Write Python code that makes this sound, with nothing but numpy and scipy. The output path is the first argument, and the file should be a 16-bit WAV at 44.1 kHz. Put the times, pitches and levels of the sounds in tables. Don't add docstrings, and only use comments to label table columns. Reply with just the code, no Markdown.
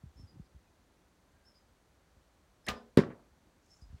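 import sys
import numpy as np
from scipy import signal
from scipy.fft import rfft, irfft
from scipy.io import wavfile

SR = 44100
rng = np.random.default_rng(int(sys.argv[2]) if len(sys.argv) > 2 else 0)


def master_out(mix):
    frames = np.transpose(np.atleast_2d(mix))
    ceiling = np.clip(frames, -1, 1)
    pcm = np.round(ceiling * 32767).astype(np.int16)
    wavfile.write(sys.argv[1], SR, pcm)


N = 176400
T = np.arange(N) / SR


def from_db(db):
    return 10 ** (np.asarray(db) / 20)


def unit_rms(x):
    return x / np.sqrt(np.mean(x ** 2) + 1e-20)


def at_hz(table, hz, column=1):
    table = np.array(table)
    return np.interp(np.log(hz + 1e-9), np.log(table[:, 0]), table[:, column])


def low_pass(x, hz, order=2):
    return signal.sosfilt(signal.butter(order, min(hz, SR / 2 - 1), fs=SR, output="sos"), x + 1e-18)


def high_pass(x, hz, order):
    return signal.sosfilt(signal.butter(order, hz, "high", fs=SR, output="sos"), x)


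def band_noise(low_hz, high_hz, order=2):
    edges_hz = np.clip([low_hz, max(high_hz, low_hz + 20)], 10, SR / 2 - 1)
    band = signal.butter(order, edges_hz, "band", fs=SR, output="sos")
    return unit_rms(signal.sosfilt(band, rng.standard_normal(N)))


def decay(start_s, t60_s):
    return (T >= start_s) * np.exp(-np.log(1000) * np.clip((T - start_s) / t60_s, 0, 10))


def arch(start_s, length_s):
    return np.sin(np.pi * np.clip((T - start_s) / length_s, 0, 1))


def ring(start_s, modes):
    motion = 0
    for hz, db, t60_s in modes:
        omega = 2 * np.pi * hz
        motion += from_db(db) * decay(start_s, t60_s) * np.sin(omega * (T - start_s)) * SR / omega
    return np.diff(motion, prepend=0)


def bursts(rows):
    return sum(low_pass(from_db(db) * decay(start_s, t60_s) * band_noise(low_hz, high_hz), 1.1 * high_hz)
               for start_s, db, t60_s, low_hz, high_hz in rows)


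def swells(rows):
    flutter = from_db(2 * band_noise(9.1, 60) - 2.5)
    return flutter * sum(from_db(db) * arch(start_s, length_s) * band_noise(low_hz, high_hz)
                         for start_s, length_s, db, low_hz, high_hz in rows)


def rattle(start_s, table, attack_s, build_s):
    age_s = np.maximum(T - start_s, 0)
    attack = 1 - np.exp(-age_s / attack_s)
    build = 1 - np.exp(-age_s / build_s)
    edges_hz = 44 * 2 ** (np.arange(18) / 2)
    out = 0
    for low_hz, high_hz in zip(edges_hz, edges_hz[1:]):
        hz = np.sqrt(low_hz * high_hz)
        width_gain = np.sqrt((high_hz - low_hz) / 2000)
        grain = from_db(2 * band_noise(40, 350))
        direct = from_db(at_hz(table, hz, 1)) * decay(start_s, at_hz(table, hz, 2)) * attack * grain
        scatter = from_db(at_hz(table, hz, 3)) * decay(start_s, at_hz(table, hz, 4)) * build
        out += width_gain * np.hypot(direct, scatter) * band_noise(low_hz, high_hz, order=3)
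    return out


# frequency in Hz, relative density in dB.
HUSH_SPECTRUM = [(15, -32), (25, -5.5), (59, 0.5), (129, -9.5), (156, -8.5), (368, -11.5), (469, -15.5),
                 (509, -13), (552, -14), (1570, -20), (2770, -27), (4620, -27.5), (5280, -31.5),
                 (5730, -28), (15500, -40.5)]


def outdoor_hush():
    colour = from_db(at_hz(HUSH_SPECTRUM, np.fft.rfftfreq(N, 1 / SR)))
    hush = irfft(rfft(rng.standard_normal(N)) * colour, N)
    return from_db(-68) * unit_rms(hush)


# start in seconds, level before the low-pass in dB, frequency in Hz, t60 in seconds.
MIC_BUMPS = [(.036, -34, 118.4, 0.0335), (0.058, -44.5, 72.3, 0.181), (0.157, -49.5, 60.7, 0.37),
             (.197, -40, 57.8, 0.08), (.232, -40, 91.8, 0.093), (.335, -53, 113.5, 0.167),
             (0.365, -45, 121.5, 0.103), (.396, -32.5, 167.4, 0.0291), (.402, -41.5, 55.3, 0.077),
             (0.546, -48, 62.9, 0.163), (0.56, -47.5, 61.6, 0.05), (2.168, -54.5, 62, 0.156),
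             (3.314, -57.5, 69.2, 0.092), (3.821, -43.5, 58.8, 0.151), (3.857, -51.5, 45, 0.42),
             (3.9, -45.5, 62, 0.091), (3.928, -40.5, 69, 0.079), (3.942, -38.5, 85.4, 0.057),
             (3.959, -48, 120, .035)]


def microphone_bumps():
    bumps = sum(ring(start_s, [(hz, db, t60_s)]) for start_s, db, hz, t60_s in MIC_BUMPS)
    return low_pass(bumps, hz=209.2, order=3)


# start and length in seconds, level in dB, low and high edge in Hz.
SLEEVE_RUSTLES = [(.12, 0.189, -76.5, 300, 6960), (.15, 0.1466, -61.5, 127, 292.4),
                  (.31, 0.0797, -60, 131, 295), (3.4, 0.115, -70.5, 120, 400), (3.6, .3, -73.5, 4760, 7380),
                  (3.88, 0.148, -73.5, 300, 4970)]


def sleeve():
    return swells(SLEEVE_RUSTLES)


# start and length in seconds, top pitch in Hz, level in dB.
BIRD_NOTES = [(0.16, 0.0818, 5366, -65.5), (0.266, 0.0567, 4930, -68.5), (1.445, 0.0713, 5344, -64.5),
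              (1.538, 0.0585, 5010, -67.5), (2.639, 0.0623, 5298, -63), (2.748, .045, 5016, -66),
              (3.696, 0.0606, 5378, -62), (3.806, 0.0438, 5010, -66)]


def bird():
    arch_hz, octave_db, garden_db = 247, -23.5, -8
    warble_hz = 69.54 * band_noise(40, 220)
    rasp = 1 + 0.324 * band_noise(30, 200)
    song = 0
    for start_s, length_s, top_hz, db in BIRD_NOTES:
        effort = arch(start_s, length_s)
        pitch_hz = top_hz + arch_hz * (effort - 1) + warble_hz
        phase = 2 * np.pi * np.cumsum(pitch_hz) / SR
        whistle = np.sin(phase) + from_db(octave_db) * np.sin(2 * phase)
        song += from_db(db) * effort * rasp * whistle
    garden = unit_rms(rng.standard_normal(N) * decay(0.0099, t60_s=0.22)) / np.sqrt(N)
    return song + from_db(garden_db) * signal.fftconvolve(song, garden)[:N]


# start and length in seconds, level in dB, low and high edge in Hz.
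FAR_CALLS = [(.44, 0.044, -80.5, 4520, 5220), (.655, 0.037, -79.5, 2464, 2563),
             (1.3, 0.262, -77, 1568, 1655), (3.735, 0.065, -77.5, 6900, 7350)]


def far_calls():
    return swells(FAR_CALLS)


# start in seconds, level in dB, t60 in seconds, low and high edge in Hz.
BOW_CLACKS = [(2.6655, -47, .03, 2000, 9050), (2.6686, -43.5, 0.0077, 6430, 12200),
              (2.6847, -27, 0.0215, 1790, 5360), (2.6883, -34.5, 0.0063, 1200, 12950),
              (2.6905, -32.5, 0.018, 600, 4000), (2.707, -42.5, 0.0266, 1800, 5000)]
# frequency in Hz, level before the low-pass in dB, t60 in seconds.
BOW_MODES = [(68, -38.5, .2), (127.7, -34, 0.079), (201.2, -33, 0.088), (231.8, -47.5, 0.76),
             (416.6, -48, .6), (496, -46, .48), (558, -54, .5), (657, -53, 0.3), (735.4, -47, 0.36),
             (1021.6, -47.5, 0.32), (1210.6, -37, 0.213), (1505, -53, 0.41), (1755, -47.5, 0.278)]
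# frequency in Hz, rattle level in dB and t60 in seconds, then the same two for scatter.
BOW_RATTLE = [(100, -60, .1, -63.5, .4), (400, -46, 0.065, -42.5, 0.57), (892.3, -37, 0.114, -43.5, 0.43),
              (1816, -28.5, 0.125, -45.5, 0.25), (2600, -34.5, 0.11, -50.5, .29),
              (3600, -34, 0.1015, -51.5, 0.34), (6500, -45, 0.097, -61.5, .27),
              (10013, -57.5, 0.097, -68.5, 0.19), (15000, -53, 0.084, -71, 0.18)]


def bow():
    slip_s, taut_s, damp_s = 2.664, 2.685, 2.875
    peak_db, rise_db = -35, 25.5
    to_go = np.clip((taut_s - T) / (taut_s - slip_s), 0, 1)
    speed = (T > slip_s) * from_db(peak_db - rise_db * to_go)
    speed *= (T < taut_s) + decay(taut_s, t60_s=0.0207)
    swish = band_noise(1665, 2061) + from_db(-1) * band_noise(71, 754)
    hum = 0
    for mode in BOW_MODES:
        waver = 1 + 0.54 * band_noise(11, 45)
        hum += ring(taut_s + 0.0035, [mode]) * waver
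    hand_damping = (T < damp_s) + decay(damp_s, t60_s=0.15)
    hum = low_pass(hum, hz=2200) * hand_damping
    clacks = bursts(BOW_CLACKS)
    return speed * swish + clacks + hum + rattle(taut_s, BOW_RATTLE, attack_s=0.007, build_s=0.012)


# start in seconds, level in dB, t60 in seconds, band edges in Hz.
FACE_CRACKS = [(2.9716, -32, 0.027, 690, 2500), (2.9728, -31.5, 0.00488, 8200, 10320),
               (2.9732, -26.5, 0.0136, 2900, 4420), (2.9738, -27, .012, 800, 1810),
               (2.9739, -40, .006, 10500, 14000)]
# frequency in Hz, level before filtering in dB, t60 in seconds.
TARGET_MODES = [(147, -13, 0.051), (237.6, -4, .026), (401, -5.5, 0.014)]
SHAFT_MODES = [(563.7, -39, 0.35), (932, -38, 0.14), (1029.3, -39, 0.22), (1122, -42, .26),
               (1391, -41.5, .2), (1570, -40.5, .2), (1726, -38, 0.069), (2913, -54, .13)]
# frequency in Hz, rattle level in dB and t60 in seconds, then the same two for scatter.
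HIT_RATTLE = [(60, -39, .1, -39, .45), (170, -26.5, .12, -24, 0.46), (400, -24.5, .12, -27, 0.44),
              (740, -31, .12, -37.5, 0.48), (1600, -24.5, .11, -41.5, .35), (2600, -35, .11, -51, 0.32),
              (4200, -38, .135, -54, .26), (6550, -50.5, .14, -61, 0.23), (10010, -60, .12, -72.5, 0.18),
              (15000, -68, .1, -87, .2)]
# delay in seconds, gain in dB, cutoff in Hz.
THUD_ECHOES = [(.0105, -11, 2003), (0.0154, -3.5, 899.7), (0.0206, -8.5, 600), (0.026, -19.5, 1198),
               (0.04, -20.5, 2500), (0.06, -24.5, 2000), (.089, -28.5, 699.8), (.113, -27, 350),
               (0.129, -32.5, 2000), (.158, -40, 700)]
# start in seconds, level in dB, t60 in seconds, band edges in Hz.
FAR_SLAPS = [(3.036, -37.5, 0.0166, 918, 1920), (3.103, -51.5, 0.105, 890, 2200),
             (3.117, -55, 0.059, 1510, 1970), (3.194, -62, 0.0426, 1080, 1270)]


def arrow_hit():
    hit_s, padding_hz = 2.9735, 479
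    thud = low_pass(ring(hit_s, TARGET_MODES), padding_hz, order=6)
    thud = high_pass(thud, hz=64.81, order=1)
    shaft = low_pass(ring(hit_s, SHAFT_MODES), hz=3500)
    echoes = sum(from_db(db) * low_pass(np.interp(T - delay_s, T, thud), cutoff_hz, order=1)
                 for delay_s, db, cutoff_hz in THUD_ECHOES)
    impact = bursts(FACE_CRACKS) + thud + shaft + echoes + bursts(FAR_SLAPS)
    return impact + rattle(hit_s + 0.001, HIT_RATTLE, attack_s=0.0063, build_s=0.025)


def scene():
    shot = bow() + arrow_hit()
    return (shot + bird() + far_calls() + microphone_bumps() + sleeve() + outdoor_hush())[None]


def record(dry):
    cutoff_hz = 15900
    top_cut = signal.ellip(10, 0.1, 70, cutoff_hz, fs=SR, output="sos")
    return signal.sosfilt(top_cut, high_pass(dry, hz=36, order=4))


dry = scene()
out = record(dry)
master_out(out)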